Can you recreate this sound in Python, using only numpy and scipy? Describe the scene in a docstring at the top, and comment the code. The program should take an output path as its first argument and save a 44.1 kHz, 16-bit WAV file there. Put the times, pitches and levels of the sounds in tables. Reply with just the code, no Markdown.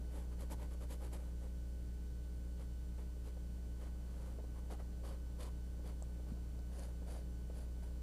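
"""Bristle brush on canvas

A small brush works paint onto a canvas in a quiet studio: quick scrubs, then light strokes and dabs.
Stick-slip friction on the weave makes the bristles hiss and drives the cloth, a stretched membrane,
into soft drumming. Mains hum, a fan, a thin electronic whine and low room noise lie under it all."""
import sys
import numpy as np
from scipy import signal
from scipy.fft import rfft, irfft, next_fast_len
from scipy.io import wavfile
from scipy.ndimage import map_coordinates

SR = 44100
rng = np.random.default_rng(int(sys.argv[2]) if len(sys.argv) > 2 else 0)


def unload_wav(signal):
    """Save mono or channel-first audio to the path in sys.argv[1] as 16-bit WAV at rate SR, clipped to [-1, 1]."""
    wavfile.write(
        sys.argv[1],
        SR,
        np.round(np.clip(np.atleast_2d(signal).T, -1, 1) * 32767).astype(np.int16),
    )


N = 353682


def amp(db):
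    """Amplitude ratio of a level in decibels."""
    return 10 ** (np.asarray(db) / 20)


def unit(x):
    """Normalisation to rms 1."""
    return x / np.sqrt(np.mean(x ** 2) + 1e-20)


def seconds():
    """The time of every sample."""
    return np.arange(N) / SR


def wobble(rate):
    """Smooth random modulation: a spline through `rate` Gaussian knots a second."""
    return map_coordinates(rng.standard_normal(int(N * rate / SR) + 4), [seconds() * rate])


def filtered(x, response):
    """Linear filtering: the spectrum of x times a frequency response."""
    size = next_fast_len(N + SR // 2)
    return irfft(rfft(x, size) * response(np.fft.rfftfreq(size, 1 / SR)), size)[:N]


def coloured(x, spectrum):
    """Spectral shaping by (frequency [Hz], gain [dB]) points on a log axis, at rms 1."""
    f, db = np.transpose(spectrum)
    return unit(filtered(x, lambda hz: amp(np.interp(np.log(hz + 1), np.log(f), db))))


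def boosted(x, peaks, half_width=.095):
    """Resonances and valleys: a Gaussian hump or dip for each (frequency [Hz], gain [dB]) pair."""
    pairs = np.reshape(peaks, (-1, 2))
    return filtered(x, lambda f: amp(sum(db * np.exp(-((f / hz - 1) / half_width) ** 2)
                                         for hz, db in pairs)))


def resonance(x, centre_hz, width_hz):
    """Forced response of one damped mode, at rms 1."""
    return unit(signal.lfilter(*signal.iirpeak(centre_hz, centre_hz / width_hz, SR), x))


def reflected(x, delay_ms, share):
    """Comb filtering: x interferes with a weaker, later copy."""
    return (x + share * np.roll(x, round(delay_ms * SR / 1000))) / np.hypot(1, share)


def rings(events, attack, t60):
    """Free decay of a struck mode for each (time [s], peak level [dB], frequency [Hz]) row."""
    out, t = np.zeros(N + SR), np.arange(SR // 4) / SR
    for start, db, hz in events:
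        onset = 1 - np.exp(-(t / attack) ** 2)
        ring = np.sin(2 * np.pi * hz * t) * onset * amp(-60 * t / t60)
        out[round(start * SR):][:len(t)] += amp(db) * ring / np.abs(ring).max()
    return out[:N]


def tone(hz, db, waver_rad):
    """A sinusoid of given rms level under random phase modulation."""
    phase = 2 * np.pi * (hz * seconds() + rng.random()) + waver_rad * wobble(2.31)
    return np.sqrt(2) * amp(db) * np.sin(phase)


def background(mains_hz=60.01, whine_hz=1500):
    """Superposition of line spectra (hum, fan, whine) and the continuous spectrum of room noise."""
    # slow drift: (time [s], hum gain [dB], rumble level [dB], midrange noise level [dB])
    drift = [(0, 0, -62.5, -68), (1.7, -0.4, -87, -83), (4, -1.25, -64.5, -70), (8, -0.5, -67, -71)]
    # mains hum: (harmonic number, rms level [dB])
    hum_harmonics = [(1, -43.5), (2, -64.5), (3, -60), (4, -74), (5, -66.5), (6, -78), (7, -70.5),
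                     (9, -78.5), (10, -77.5), (11, -86)]
    # fan motor: (frequency [Hz], rms level [dB])
    fan_partials = [(30.1, -57), (116.2, -67.5), (497, -76.5), (539, -79.5), (839.3, -83), (1077.7, -93)]
    # electronic whine: (harmonic number, rms level [dB])
    whine_harmonics = [(1, -79.4), (2, -86.3), (3, -86.1), (4, -88.2), (5, -86.8), (6, -87.2), (8, -82),
                       (9, -93), (10, -102)]
    # steady rumble and hiss: (frequency [Hz], relative spectral density [dB])
    air_spectrum = [(8, 1.5), (14, 4), (75, -1), (120, 3), (200, -2.5), (300, -11), (520, -15.5),
                    (720, -21), (1300, -27), (2600, -29.5), (10000, -30.5), (11800, -37.5), (12900, -46),
                    (15000, -48)]
    times, *levels = np.transpose(drift)
    hum_gain, rumble_gain, wash_gain = (amp(np.interp(seconds(), times, db)) for db in levels)
    hum = sum(tone(k * mains_hz, db, waver_rad=.02) for k, db in hum_harmonics)
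    fan = sum(tone(hz, db, waver_rad=.24) for hz, db in fan_partials)
    whine = sum(tone(k * whine_hz, db, waver_rad=.017) for k, db in whine_harmonics)
    air = amp(-57.5) * coloured(rng.standard_normal(N), air_spectrum)
    rumble = coloured(rng.standard_normal(N),
                      [(70, -18.5), (120, .5), (180, -4), (270, -9), (450, -32), (1200, -57)])
    wash = coloured(rng.standard_normal(N), [(120, -20), (260, 0), (500, -.5), (800, -6),
                                             (1500, -18), (3000, -31.5), (8000, -48)])
    return hum_gain * hum + fan + whine + air + rumble_gain * rumble + wash_gain * wash


def reverberation(x, t60):
    """Diffuse wall reflections: convolution with exponentially decaying noise."""
    t = np.arange(SR // 2) / SR
    tail = rng.standard_normal(len(t)) * amp(-60 * t / t60) * (t > .003)
    return signal.fftconvolve(x, tail / np.linalg.norm(tail))[:N]


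def catches(rate, spread_db):
    """Stick-slip as a Poisson process: bristles slip off threads in impulses of random size."""
    slipping = rng.random(N) < rate / SR
    return unit(slipping * rng.standard_normal(N) * amp(spread_db * rng.standard_normal(N)))


def contact(peak_s, rise, fall):
    """Contact force envelope: the brush presses in and lifts off in one smooth arc."""
    t = seconds() - peak_s
    arc = np.zeros(N)
    touching = (t > -rise) & (t < fall)
    t = t[touching]
    arc[touching] = np.cos(np.pi / 2 * t / np.where(t < 0, rise, fall)) ** 1.37
    return arc


def dabs():
    """Impulsive excitation: tip landings, an easel bump and clicks of wet paint ring briefly."""
    # the tip lands on the cloth: (time [s], peak level [dB], frequency [Hz])
    landings = [(.505, -51, 580), (3.369, -51.5, 475), (4.385, -47.5, 513), (4.396, -48.5, 517),
                (4.439, -49.5, 446), (4.794, -51, 530), (5.038, -51, 535), (5.793, -53.5, 520),
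                (6.021, -47.5, 570), (6.196, -52, 600), (6.368, -56, 557), (6.588, -52, 550),
                (6.788, -48, 525), (7.019, -48, 520), (7.498, -46.5, 513)]
    # dull scuff of the tuft splaying as it lands: (frequency [Hz], relative spectral density [dB])
    scuff_spectrum = [(150, -12), (400, 0), (700, -2), (1100, -14), (2200, -32), (6000, -50)]
    # the canvas bumps its easel: (time [s], peak level [dB], frequency [Hz])
    easel_bumps = [(6.318, -35.5, 180)]
    # sticky paint: (time [s], peak level [dB], frequency [Hz], 60 dB decay time [s])
    paint_clicks = [(6.0248, -41, 7700, .003), (6.592, -52, 4800, .0012), (6.795, -43, 7300, .0008)]
    taps = rings(landings, attack=.002, t60=.014)
    splay = sum(amp(db) * contact(start + .003, rise=.003, fall=.016) for start, db, _ in landings)
    scuffs = amp(-10) * splay * coloured(catches(rate=10000, spread_db=-.5), scuff_spectrum)
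    bumps = rings(easel_bumps, attack=.0065, t60=.016)
    clicks = sum(rings([click], attack=.00013, t60=t60) for *click, t60 in paint_clicks)
    return taps + scuffs + bumps + clicks


def strokes():
    """Friction drives the membrane, the touched spot and the bristles; all grow with pressure."""
    # brush strokes: (time of firmest contact [s], rise [s], fall [s], pressure re a medium stroke [dB],
    # extra hiss [dB], frequency of the touched spot [Hz], gain of its ring [dB])
    gestures = [(.165, .072, 0.1, -1, -3, 860, 3.5), (.328, 0.021, 0.019, -3, -9, 950, 4),
                (.416, 0.037, 0.045, 2, -4, 1160, -6), (.52, 0.023, 0.031, 6.5, 0, 850, 6),
                (.625, 0.054, 0.051, 0.5, -6, 870, 0), (.731, .03, 0.026, -0.5, -3.5, 1150, -6),
                (.827, 0.027, 0.038, 1, -3.5, 1170, -4), (.921, 0.04, 0.05, 3, 1, 895, -6),
                (1.042, 0.052, 0.058, 2, -5, 854, -1), (1.143, 0.033, 0.038, 2, 0.5, 790, 1),
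                (1.22, 0.087, 0.12, -5, -7, 860, -5), (1.44, 0.045, 0.054, -4.5, -6, 800, -9),
                (2.605, 0.031, 0.053, -4, -3, 520, -10), (2.999, 0.032, 0.043, -1.5, -8, 520, 0),
                (3.272, 0.041, 0.049, -5.5, -1, 480, 5), (3.818, 0.027, 0.088, 0, -8, 1050, -8),
                (4.28, 0.29, 0.09, -6, -3, 1080, -2), (4.59, 0.047, 0.02, -3, -8, 1000, 5),
                (4.721, 0.028, 0.04, 6, -5, 760, 5), (4.803, 0.024, 0.024, 1.5, -21, 1150, -3),
                (5.062, 0.034, 0.11, 2, -4.5, 1060, 1.5), (5.413, 0.032, 0.1, 3, 0, 1030, 5),
                (5.868, 0.04, 0.083, -2, -3.5, 760, 1), (6.29, .033, 0.051, -3.5, -10, 1010, 1),
                (6.805, 0.125, 0.13, -2, -2.5, 525, 8.5), (7.1, 0.044, 0.14, 0, -2.5, 630, 7.5),
                (7.595, 0.079, 0.079, -5, -1, 600, 5), (7.838, 0.02, 0.069, -5.5, -4.5, 600, 5)]
    # drumming of the stretched cloth: (frequency [Hz], relative spectral density [dB])
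    cloth_spectrum = [(100, -10), (270, 2.5), (400, -1), (520, 3), (700, -4.5), (1000, -8.5), (1500, -13),
                      (2100, -17.5), (2800, -26.5), (6000, -38.5)]
    # bristle hiss: (frequency [Hz], relative spectral density [dB])
    bristle_spectrum = [(700, -39), (2000, -9), (3050, 1.5), (3800, -.5), (4700, 0), (5500, -2.5),
                        (7000, -.5), (9800, .5), (11800, 1), (12500, -7), (13400, -40)]
    # tuft resonances at each brush angle: (start [s], then 3 pairs of frequency [Hz], gain [dB])
    tuft_modes = [(0, 2130, 8, 7600, 3, 11000, 4), (2, 2200, 4, 4100, 2, 9300, 1.5),
                  (5, 3300, 5, 4550, 5.5, 9000, 2.5), (6.5, 4650, 6.5, 6600, 3, 9700, 7)]
    # cloth response at each place touched:
    # (start [s], then frequency [Hz], gain [dB] for the low mode, the valley and the upper mode)
    membrane_modes = [(0, 555, 3, 700, -3, 840, 3), (2, 510, 2, 640, -2, 1250, 1.5),
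                      (6.5, 520, 1.5, 1150, -3, 1640, 2.5)]
    cloth_db, hiss_db, spot_db = -58.5, -65.5, -69  # base levels of a medium stroke
    hiss_growth = 1.03  # dB per dB of pressure: firm strokes are slightly brighter
    drum_exponent = .62  # below 1: the cloth still drums under the lightest touch
    slips = catches(rate=11000, spread_db=1.5)
    cloth = coloured(slips, cloth_spectrum)
    clumping = amp(1.8 * wobble(220))  # bristles catch and let go in groups
    hiss = unit(coloured(slips, bristle_spectrum) * clumping)
    tufts = [(start, boosted(hiss, modes)) for start, *modes in tuft_modes]
    membranes = [(start, boosted(cloth, modes)) for start, *modes in membrane_modes]
    plucks = catches(rate=3000, spread_db=5.5)  # threads right under the tip feed the local mode
    out = np.zeros(N)
    for peak_s, rise, fall, pressure_db, extra_db, spot_hz, ring_db in gestures:
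        spot = resonance(resonance(plucks, spot_hz, width_hz=184), spot_hz, width_hz=240)
        tuft = [sound for start, sound in tufts if start <= peak_s][-1]
        membrane = [sound for start, sound in membranes if start <= peak_s][-1]
        # the hand, at a new distance each time, reflects the rasp
        rasp = reflected(tuft, delay_ms=rng.uniform(.8, 2.2), share=.25)
        rasp *= amp(hiss_db + hiss_growth * pressure_db + extra_db)
        drum = amp(pressure_db) * (amp(cloth_db) * membrane + amp(spot_db + ring_db) * spot)
        arc = contact(peak_s, rise, fall)
        out += arc ** drum_exponent * drum + arc * rasp
    return out * amp(.9 * wobble(90))  # weave and paint make the drag uneven


def scene():
    """Superposition of the brush's direct sound, its reverberant field and the background."""
    brush = strokes() + dabs()
    room = amp(-16) * reverberation(brush, t60=.28)
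    return (brush + room + background())[None]


def record(dry):
    """Band limiting by an ideal low-pass filter."""
    cutoff_hz = 15100
    return filtered(dry[0], lambda hz: hz < cutoff_hz)[None]


dry = scene()
out = record(dry)
unload_wav(out)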